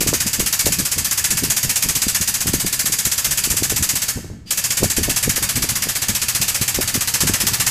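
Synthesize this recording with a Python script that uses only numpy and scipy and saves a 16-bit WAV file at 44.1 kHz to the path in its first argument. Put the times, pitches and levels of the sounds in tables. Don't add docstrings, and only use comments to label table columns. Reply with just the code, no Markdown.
import sys
import numpy as np
from scipy import signal
from scipy.fft import rfft, irfft
from scipy.io import wavfile
from scipy.ndimage import uniform_filter1d

SR = 44100
rng = np.random.default_rng(int(sys.argv[2]) if len(sys.argv) > 2 else 0)


def ratio_of_db(decibels):
    return 10 ** (np.asarray(decibels, float) / 20)


def file_out(sig):
    cols = np.atleast_2d(sig).T
    lim = np.clip(cols, -1, 1)
    pcm = np.round(lim * 32767).astype(np.int16)
    wavfile.write(sys.argv[1], SR, pcm)


N = 339570
RISE_S, OPEN_S = 0.0031, 0.022

# stroke number, t/s
MOTOR_CLOCK = [(0, .0067), (10, .6572), (20, 1.306), (30, 1.9528), (40, 2.5987), (50, 3.245), (63, 4.0838),
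               (64, 4.5083), (65, 4.5748), (70, 4.9), (80, 5.5567), (90, 6.217), (100, 6.8768),
               (112, 7.6658)]
# t/s, jet level/dB
LINE_PRESSURE = [(0, -12.5), (.25, -14.5), (.57, -12.5), (.85, -15), (1.22, -13), (1.4, -14), (1.95, -12.7),
                 (2.6, -15), (3.4, -12.5), (3.65, -14), (3.85, -13.5), (4.08, -15), (4.9, -14.5),
                 (5.38, -12), (5.93, -14.5), (6.4, -12.5), (6.75, -14), (7.33, -11.5)]


def strokes():
    uneven_s, uneven_db = 0.0006, 0.6
    number, clock_s = np.transpose(MOTOR_CLOCK)
    late, strong = rng.standard_normal((int(number[-1]) + 1, 2)).T
    starts = np.interp(np.arange(len(late)), number, clock_s) + uneven_s * late
    strength_db = np.interp(starts, *np.transpose(LINE_PRESSURE)) + uneven_db * strong
    return np.array([starts, strength_db]).T


# f/Hz, level/dB per Hz
JET_SPECTRUM = [(300, -19), (900, -14), (1500, -9.5), (2300, -6), (3600, -7.5), (4900, -3.5), (6500, -0.5),
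                (7900, -1.5), (9300, -7.5), (11100, -4.5), (12000, -4), (12700, -13.5), (14000, -8.5),
                (15500, -16)]
# f/Hz, fall while open/(dB/s), fall after closing/(dB/s)
JET_SAG = [(1490, 157, 515), (4460, 321, 616), (9300, 95, 609), (13800, 50, 736)]
OPENING_LAG = [1.4, 0.9, 0.73, 0.74]
# f/Hz, level/dB
TURNED_COLOUR = [(800, 2.5), (2200, 1.5), (4500, 0.5), (7000, -3.5), (9500, -1.5), (11700, -3),
                 (12900, -1.5), (15000, -0.5)]
# t/s, share 0-1
JACK_RISE = [(0, 0.2), (1, 0), (3.9, 0), (4.6, 0), (5.6, 0.7), (6.4, 0.5), (7.2, 0.77), (7.7, 0.8)]


def exhaust(beat, flicker_db=0.5, shade_db=0.18, patchy_db=1.0, wander_db=0.37, surge_db=5, surge_s=0.018):
    wandering = patchy(coloured(JET_SPECTRUM, N), wander_db, bins=9, frames=60)
    jet = rfft(patchy(wandering, patchy_db))
    hz = np.fft.rfftfreq(N, 1 / SR)
    turned_jet = jet * ratio_of_db(read(TURNED_COLOUR, hz))

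    starts, strength_db = np.transpose(beat)
    t = np.arange(N) / SR + RISE_S
    stroke = np.maximum(np.searchsorted(starts, t) - 1, 0)
    age = np.maximum(t - starts[stroke], 0)
    open_s, shut_s = np.minimum(age, OPEN_S), np.maximum(age - OPEN_S, 0)
    shade = shade_db * rng.standard_normal((len(beat), len(JET_SAG)))[stroke]
    turned = np.clip(curve(JACK_RISE), 0, 1)
    rested = np.diff(starts, prepend=0)[stroke] > 0.2
    surge = surge_db * rested * np.exp(-age / surge_s)

    out = np.zeros(N)
    for k, (_, open_fall, shut_fall) in enumerate(JET_SAG):
        share = read([(row[0], k == j) for j, row in enumerate(JET_SAG)], hz)
        fall_db = open_fall * open_s + shut_fall * shut_s
        opened = np.clip(age / (2 * RISE_S * OPENING_LAG[k]), 0, 1)
        opening = np.sin(np.pi / 2 * opened) ** 2
        band = (1 - turned) * irfft(jet * share, N) + turned * irfft(turned_jet * share, N)
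        out += band * opening * ratio_of_db(shade[:, k] - fall_db)
    turbulence = evened(uniform_filter1d(rng.standard_normal(N), size=90))
    return out * ratio_of_db(strength_db[stroke] + surge + flicker_db * turbulence)


# f/Hz, level/dB, t60/s
VALVE_MODES = [(1744, -30, 0.039), (2630, -34, 0.011), (1210, -38.5, 0.016), (950, -49, 0.06)]
# f/Hz, level/dB, t60/s
FRAME_MODES = [(121.6, -27, 0.22), (193, -34, 0.3), (300, -30, 0.05)]


def knocks(beat, spread_db=0.0, scatter_s=0.011, grit_db=-24):
    loaded_db = 3.5
    thumps, slams = np.zeros((2, N))
    chance = rng.standard_normal((len(beat), 2))
    rattle = rng.standard_normal((len(beat), 600))
    rattle_decay = np.exp(-np.arange(600) / SR / scatter_s)
    for (s, db), (a, b), grit in zip(beat, chance, rattle):
        add(thumps, s, ratio_of_db([db + 6.0 + spread_db * a]))
        blow = ratio_of_db(db + 14.0 + spread_db * b)
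        add(slams, s + OPEN_S, np.array([blow]))
        add(slams, s + OPEN_S, blow * ratio_of_db(grit_db) * grit * rattle_decay)
    soft_thumps = uniform_filter1d(thumps, size=90) * 90 / 80
    frame = ratio_of_db(loaded_db * curve(JACK_RISE)) * ring(FRAME_MODES, soft_thumps)
    return frame + ring(VALVE_MODES, slams)


def ring(modes, blows):
    t = np.arange(SR // 3) / SR
    response = sum(ratio_of_db(db - 60 * t / t60) * np.sin(2 * np.pi * hz * t) for hz, db, t60 in modes)
    return signal.oaconvolve(blows, response)[:N]


# t/s, air flow level/dB
TRIGGER = [
    (0, 0),
    (4.115, 0),
    (4.135, -60),
    (4.445, -60),
    (4.462, -14),
    (4.478, -2),
    (4.5, 0),
    (7.7, 0),
]
# f/Hz, level/dB per Hz
INLET_HISS = [(500, -30), (1200, -20), (1800, -14), (2600, -5), (3800, -4), (5000, -2), (7500, -5),
              (10500, -11), (15000, -17)]
# f/Hz, width/Hz, level/dB
INLET_WHISTLES = [
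    (4765, 110, -40),
    (4100, 630, -61),
    (2730, 1000, -43),
]


def feed():
    hiss = ratio_of_db(-42) * coloured(INLET_HISS, N)
    tones = np.zeros(N)
    for hz, width_hz, db in INLET_WHISTLES:
        tones += ratio_of_db(db) * evened(resonate(rng.standard_normal(N), hz, width_hz))
    return ratio_of_db(curve(TRIGGER)) * (hiss + tones)


def resonate(x, hz, width_hz):
    turn = np.exp(2j * np.pi * hz * np.arange(len(x)) / SR)
    r = np.exp(-np.pi * width_hz / SR)
    return 2 * (turn * signal.lfilter([1 - r], [1, -r], x / turn)).real


# t/s, length/s, peak level/dB, f/Hz
MIC_GUSTS = [(.015, 0.049, -15.5, 318), (.065, 0.036, -11.5, 300), (.09, 0.023, -14, 224),
             (.131, 0.029, -8.5, 435), (.263, .02, -17.5, 200), (.4025, 0.037, -11, 300),
             (.667, 0.037, -8.5, 390), (.801, 0.0277, -13, 212), (.978, .025, -21, 376),
             (1.32, 0.032, -14.5, 198), (1.44, 0.075, -15.5, 332), (1.65, 0.02, -18, 162),
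             (1.862, 0.036, -16.5, 180), (2.069, 0.0097, -13, 199), (2.46, 0.063, -17.5, 300),
             (2.54, 0.0064, -7.5, 288), (2.648, .011, -13, 265), (3.624, 0.013, -10.5, 274),
             (3.725, 0.022, -13.5, 300), (3.81, 0.024, -16, 170), (4.831, 0.0244, -2, 370),
             (4.986, 0.028, -10.5, 300), (5.087, 0.029, -11.5, 343), (5.28, .04, -9.5, 250),
             (5.575, 0.066, -15, 198), (6.789, 0.027, -9, 346), (6.958, 0.04, -12, 238),
             (7.237, 0.024, -11.5, 250), (7.298, 0.026, -10, 316), (7.44, 0.034, -17.5, 222)]
# t/s, peak level/dB, f/Hz
MIC_PUFFS = [(1.514, -36, 205), (1.964, -18, 137), (2.207, -23, 134), (2.844, -22.5, 168),
             (2.898, -18, 178), (3.071, -21, 240), (3.289, -22, 116), (3.475, -15.5, 268),
             (3.51, -17.5, 154), (3.543, -21, 400), (3.939, -19.5, 200), (4.176, -17, 326),
             (4.188, -25, 400), (4.246, -24.5, 308), (4.301, -25.5, 378), (4.32, -29, 328),
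             (4.335, -29, 260), (4.406, -36, 140), (4.861, -15, 115), (5.014, -13, 180), (5.381, -19, 422),
             (5.423, -19, 276), (5.644, -18, 300), (5.722, -17.5, 133), (5.871, -18.5, 400),
             (6.096, -14.5, 166), (6.406, -19, 118), (6.615, -15.5, 203), (7.52, -21, 113),
             (7.597, -24, 131)]
# f/Hz, level/dB per Hz
DRAUGHT_RUMBLE = [(20, -9), (50, -2), (90, -0.5), (150, -3), (250, -8.5), (400, -20), (900, -36),
                  (4000, -92)]


def buffets(lumpy_db=3):
    puff_s, puff_swell_db = 0.0132, -3
    swarm_per_s, swarm_db, swarm_spread_db = 136, -5.5, 3.5
    swarm_octaves, sink_octaves = 1, -0.25
    lead = 0.3
    snap_db, snap_ratio = -9, 2.1
    calm_db, swell_db, swell_share, swell_s = -40.5, -22, 0.4, 0.035

    out, t = np.zeros(N), np.arange(N) / SR
    slow_t = t[::64]
    swell_power = ratio_of_db(calm_db) ** 2
    gusts = MIC_GUSTS + [(s, puff_s, db, hz) for s, db, hz in MIC_PUFFS]
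    for (s, length_s, db, hz), chance in zip(gusts, rng.random((len(gusts), 16, 4))):
        add(out, *eddy(s, db, hz, chance[0, 0]))
        add(out, *eddy(s, db + snap_db, hz * snap_ratio, chance[0, 1]))
        for k, (phase, when, size, pitch) in enumerate(chance[1:]):
            present = np.clip(swarm_per_s * length_s - k, 1e-6, 1)
            small_s = s + length_s * (when - lead)
            small_db = db + swarm_db + swarm_spread_db * np.log(size)
            small_hz = hz * 2 ** (sink_octaves + swarm_octaves * (2 * pitch - 1))
            start, push = eddy(small_s, small_db, small_hz, phase)
            add(out, start, present * push)
        lift_db = swell_db + swell_share * db + puff_swell_db * (length_s == puff_s)
        spread_s = length_s * lead + swell_s * np.where(slow_t > s, 1, lead)
        swell_power = swell_power + ratio_of_db(lift_db) ** 2 * np.exp(-((slow_t - s) / spread_s) ** 2)

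    smooth = uniform_filter1d(rng.standard_normal(N), size=700)
    lumps = evened(uniform_filter1d(smooth, size=700))
    rumble = evened(coloured(DRAUGHT_RUMBLE, N) * ratio_of_db(lumpy_db * lumps))
    return out + np.interp(t, slow_t, np.sqrt(swell_power)) * rumble


def eddy(s, db, hz, phase, turns=0.46):
    u = np.arange(-3 * turns, 3 * turns, hz / SR)
    bell = np.exp(-(u / turns) ** 2)
    swing = bell * np.cos(2 * np.pi * (u + phase))
    return s - 3 * turns / hz, ratio_of_db(db) * (swing - bell * swing.sum() / bell.sum())


# f/Hz, t60/s
SHOP_DECAY = [(300, .95), (1200, .85), (2600, 0.74), (4500, 0.62), (8000, 0.55), (10800, 0.45),
              (14500, 0.42)]


def shop(x):
    taps = np.zeros(SR)
    at = np.arange(300, SR - 20, 20)
    taps[at + rng.integers(0, 20, len(at))] = rng.choice([-1., 1.], len(at))
    hz, t, z = signal.stft(taps, SR, nperseg=256)
    decay = ratio_of_db(-60 * t / read(SHOP_DECAY, hz)[:, None])
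    tail = signal.istft(z * decay, SR, nperseg=256)[1]
    return signal.fftconvolve(x, tail / np.linalg.norm(tail))[:N]


# f/Hz, level/dB per Hz
FLOOR_SPECTRUM = [(300, 0), (2000, -6), (7000, -13), (12000, -23), (15000, -28)]


def room_floor():
    return ratio_of_db(-67) * coloured(FLOOR_SPECTRUM, N)


def evened(x):
    return x / np.sqrt(np.mean(x ** 2) + 1e-20)


def read(points, hz, column=1):
    table = np.transpose(points)
    return np.interp(np.log(hz + 1), np.log(table[0] + 1), table[column])


def curve(points):
    return np.interp(np.arange(N) / SR, *np.transpose(points))


def add(mix, s, sound):
    part = mix[max(round(s * SR), 0):][:len(sound)]
    part += sound[:len(part)]


def coloured(points, size):
    gain = ratio_of_db(read(points, np.fft.rfftfreq(size, 1 / SR)))
    return evened(irfft(rfft(rng.standard_normal(size)) * gain, size))


def patchy(x, depth_db, bins=4, frames=5):
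    z = signal.stft(x, nperseg=256, noverlap=192)[2]
    field = uniform_filter1d(rng.standard_normal(z.shape), size=bins, axis=0)
    field = uniform_filter1d(field, size=frames, axis=1)
    varied = z * ratio_of_db(depth_db * evened(field))
    return evened(signal.istft(varied, nperseg=256, noverlap=192)[1][:len(x)])


def scene():
    beat = strokes()
    jack = exhaust(beat) + knocks(beat) + feed()
    reverb = ratio_of_db(-8.5) * shop(jack)
    return (jack + reverb + buffets() + room_floor())[None]


# f/Hz, level/dB
BAND_EDGE = [(14950, 0), (15170, -28), (15400, -50), (16000, -85)]


def low_pass(x):
    return signal.sosfilt(signal.butter(12, 16000, fs=SR, output="sos"), x)


def record(dry):
    ceiling = 1.5
    rounded = ceiling * np.tanh(dry / ceiling)
    gain = ratio_of_db(read(BAND_EDGE, np.fft.rfftfreq(N, 1 / SR)))
    limited = irfft(rfft(rounded) * gain, N)
    return low_pass(limited)


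dry = scene()
out = record(dry)
file_out(out)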